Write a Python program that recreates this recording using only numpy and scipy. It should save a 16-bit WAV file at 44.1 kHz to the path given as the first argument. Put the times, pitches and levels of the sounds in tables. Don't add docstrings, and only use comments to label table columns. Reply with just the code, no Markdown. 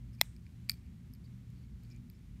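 import sys
import numpy as np
from scipy import signal
from scipy.fft import rfft, irfft, next_fast_len
from scipy.io import wavfile
from scipy.ndimage import map_coordinates

SR = 44100
rng = np.random.default_rng(int(sys.argv[2]) if len(sys.argv) > 2 else 0)


def volts(x):
    e = np.asarray(x, float) / 20
    return 10 ** e


def persist_wave(psi):
    counts = np.round(np.clip(psi, -1, 1) * 32767).astype(np.int16)
    wavfile.write(sys.argv[1], SR, np.atleast_2d(counts).T)


N = 105840

# t/s, level/dB
LATCH_BLOWS = [(0.2128, -13), (0.2122, -30), (0.2202, -50)]
# t/s, level/dB, best excited f/Hz, its lead level/dB, treble tilt/(dB per octave)
CONTACTS = [(0.150, -68, 6800, 10, 4.5), (0.2088, -56, 4480, 14, -4), (0.2192, -52, 14000, 9, 7),
            (0.219, -54, 13700, 10, 3), (0.2345, -60, 6880, 20, -6), (0.3641, -58.5, 5270, 6.5, -1),
            (0.4655, -62, 2100, 9, -12), (0.690, -48, 5200, -4, -4), (0.6954, -41, 13930, 10, -4),
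            (0.6953, -21.5, 4530, 2, 0), (0.6968, -30, 4500, 10, 0.5), (0.6981, -35.5, 12530, 0.5, -6),
            (0.7062, -40, 9000, 9.5, 0), (0.7131, -56.5, 12500, 4, 7), (0.7166, -42.5, 13700, 10, -1),
            (0.7188, -56, 5200, 17.5, 1), (0.731, -66, 5200, 4, -4), (0.865, -69.5, 2405, 11, -4),
            (1.137, -62, 5200, 12.5, 7), (1.150, -61.5, 13000, 5, -0.5), (1.2449, -68, 4530, 11.5, -2),
            (1.503, -71.5, 6910, 15.5, 5), (1.835, -65, 11800, 8.5, 4), (1.85, -71, 4390, 15.5, 1),
            (1.9023, -74.5, 6940, 29, 1), (1.912, -74, 6900, 17.5, -1), (1.914, -66, 4440, 19, -3),
            (1.947, -71, 4570, 10.5, -5), (1.963, -71, 7070, 25, 3), (2.0995, -55, 12900, 3.5, 1.5),
            (2.0994, -67.5, 4500, 4.5, 0), (2.132, -82, 15500, 20, 6)]
# f/Hz, t60/s, level/dB after the latch, level/dB after the crown
ROOM_ANSWER = [(400, .15, -12, -30.5), (1000, 0.24, -4, -13.5), (2100, 0.23, 3, 1), (2978, 0.24, -4, -4),
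               (5021, .3, -5.5, 0.5), (6500, 0.36, -6, -7.5), (8500, 0.43, -2, -5), (10500, .2, -10, -7.5),
               (13000, 0.2, -9, 2.5), (15500, 0.16, -12, -2.5)]


def latch():
    # f/Hz, level/dB (before scatter), t60/s
    case_modes = [(640, -10, .011), (900, -6, .011), (1250, -18, .009), (2040, -1, .011), (2580, -9, .012),
                  (3410, -2, .009), (4060, 0, .007), (5430, -2, .006), (6300, -10, .005), (7290, 1, .005),
                  (8440, -1, .005), (9520, -4, .0055), (11500, -18, .006), (13000, 1, .007),
                  (14700, -8, .007)]
    out = np.zeros(N + SR)
    for s, db in LATCH_BLOWS:
        add(out, s, volts(db) * ring(case_modes, contact_s=.0003))
    return out[:N]


def crown():
    # f/Hz, level/dB (before scatter, lead and tilt), t60/s
    crown_modes = [(1370, -21.5, .01), (1893, -14.5, .01), (2383, -5, .014), (3023, -18.5, 0.0045),
                   (4530, 1.5, 0.0073), (5200, -6.5, .012), (6930, -8.5, 0.0049), (7995, -13.5, 0.0067),
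                   (9030, -6.5, .008), (11800, -4.5, 0.0064), (12900, -5, .008), (13700, -13.5, .008),
                   (14300, -15.5, .008), (15500, -16.5, .008)]
    # start t/s, length/s, level/dB, best excited f/Hz, its lead level/dB
    grazes = [(0.127, 0.037, -81.5, 5200, 18), (0.131, .015, -82.5, 8900, 20.5),
              (0.204, 0.028, -88, 12900, 19), (0.182, 0.018, -72, 2350, 10), (0.7, 0.051, -66, 5200, 1),
              (0.74, .05, -79, 5200, 3), (0.796, 0.1, -87, 2390, 13), (1.127, 0.034, -75, 13000, 12),
              (1.237, 0.032, -86, 4440, 16), (1.53, .13, -95, 4480, 16.5), (1.82, 0.06, -89.5, 4500, 10),
              (1.89, .1, -88.5, 2380, 17.5), (1.905, 0.026, -87, 5200, 27), (2.131, .04, -90, 5200, 15)]
    # f/Hz, level/dB
    small_body = [(700, -18), (1150, 0)]
    slip_rate = 1600
    graze_tilt_db = -2
    out = np.zeros(N + SR)
    for s, db, hz, lead_db, tilt_db in CONTACTS:
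        add(out, s, volts(db) * ring(crown_modes, hz, lead_db, tilt_db))
    for s, length, db, hz, lead_db in grazes:
        chance, size = rng.random(SR // 5), rng.standard_normal(SR // 5)
        progress = np.clip(np.arange(SR // 5) / SR / length, 0, 1)
        swell = np.sin(np.pi * progress) ** .5
        slips = (chance < slip_rate / SR) * size * swell
        slip_ring = ring(crown_modes, hz, lead_db, graze_tilt_db)
        add(out, s, volts(db) * signal.fftconvolve(slips, slip_ring))
    return shaped(out[:N], small_body)


def ring(modes, favour_hz=5000, lead_db=0, tilt_db=0, contact_s=.00014):
    favour_oct, scatter_db = .1, 3.02
    grip = 1.034
    crack_db, crack_t60 = -16, .004
    hz, db, t60 = np.transpose(modes)[:, :, None]
    t = np.arange(SR // 20) / SR
    db = db + scatter_db * rng.standard_normal(hz.shape)
    octaves_off = np.log2(hz / favour_hz)
    db = db + lead_db * np.exp(-(octaves_off / favour_oct) ** 2)
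    db = db + tilt_db * np.log2(hz / 5000)
    sign = (-1.) ** np.arange(len(hz))[:, None]
    decay = volts(db - 60 * (t / t60) ** grip)
    tone = (sign * decay * np.sin(2 * np.pi * hz * t)).sum(axis=0)
    crack = volts(crack_db - 60 * t / crack_t60) * np.diff(rng.standard_normal(len(t) + 1))
    onset = 1 - np.exp(-t / contact_s)
    return (tone + crack) * onset


def add(out, s, x):
    out[round(s * SR):][:len(x)] += x


def room(ringing, events, colour_db):
    blow_db, ring_db = -12.5, -48
    build_s, wall_s = .015, .005
    hz, t, z = signal.stft(rng.standard_normal(SR // 2), SR, nperseg=256)
    f, t60 = np.transpose(ROOM_ANSWER)[:2]
    decay = volts(-60 * t / np.interp(hz, f, t60)[:, None])
    build = 1 - .8 * np.exp(-t / build_s)
    tail = signal.istft(z * decay * build, SR, nperseg=256)[1]
    tail = tail / np.linalg.norm(tail)
    blows = np.zeros(N)
    for s, db, *_ in events:
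        blows[round(s * SR)] = volts(db)
    broad_answer = volts(blow_db) * shaped(blows, np.transpose([f, colour_db]))
    sent = broad_answer + volts(ring_db) * ringing
    delayed = np.pad(sent, (round(wall_s * SR), 0))
    return signal.fftconvolve(delayed, tail)[:N]


def room_tone():
    # f/Hz, relative level/dB per Hz
    rumble_spectrum = [(15, -60), (30, -30), (42, -14.5), (52, 2), (62, -0.5), (70, -6), (81, -0.5),
                       (93, -8.5), (108, -6), (119, -2), (132, -11.5), (178, -6), (205, -11), (225, -13),
                       (237, -9), (256, -16), (300, -26.5), (335, -32), (352, -22.5), (375, -34),
                       (500, -40), (1000, -120)]
    # f/Hz, relative level/dB per Hz
    hiss_spectrum = [(240, -33), (400, -4.5), (426, -0.5), (460, -9), (572, -4), (669, -7), (1120, -7),
                     (1410, -7.5), (2250, -5), (2510, -8), (4330, -11), (4830, -12.5), (7120, -14),
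                     (15000, -21.5), (16500, -33)]
    # t/s, level/dB (before its wavering)
    rustle = [(0.0, -74), (0.25, -73.5), (2.38, -73)]
    rumble_db = -49.5
    hum_hz, hum_db, hum_wander_db = 120.3, -55.5, 5
    hum_rate, hiss_rate = 7, 12
    t = np.arange(N) / SR
    hum_level = volts(hum_db + hum_wander_db * np.tanh(wobble(hum_rate)))
    hum_phase = 2 * np.pi * hum_hz * t + 0.28 * wobble(hum_rate)
    hum = hum_level * np.sqrt(2) * np.sin(hum_phase)
    hiss_db = np.interp(t, *np.transpose(rustle)) + .7 * wobble(hiss_rate)
    hiss = volts(hiss_db) * colour(hiss_spectrum)
    return volts(rumble_db) * colour(rumble_spectrum) + hum + hiss


def colour(points):
    x = shaped(rng.standard_normal(N + SR), points)[SR // 2:][:N]
    return x / x.std()


def wobble(rate):
    return map_coordinates(rng.standard_normal(400), [np.arange(N) * rate / SR])


def shaped(x, points):
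    m = next_fast_len(len(x) + 8192)
    f, v = np.transpose(points)
    log_hz = np.log(np.fft.rfftfreq(m, 1 / SR) + 1)
    gain = volts(np.interp(log_hz, np.log(f + 1), v))
    return irfft(rfft(x, m) * gain, m)[:len(x)]


def scene():
    snap, small = latch(), crown()
    latch_db, crown_db = np.transpose(ROOM_ANSWER)[2:]
    echo = room(snap, LATCH_BLOWS, latch_db) + room(small, CONTACTS, crown_db)
    return (snap + small + echo + room_tone())[None]


def top_cut(x):
    return signal.sosfilt(signal.butter(12, 16750, fs=SR, output="sos"), x)


def record(dry):
    # f/Hz, level/dB
    mic_response = [(9800, -1), (10500, -2.5), (11200, 0.5), (15600, 0), (16000, -14.5), (17000, -41)]
    mix = shaped(dry[0], mic_response)[None]
    return top_cut(mix)


dry = scene()
out = record(dry)
persist_wave(out)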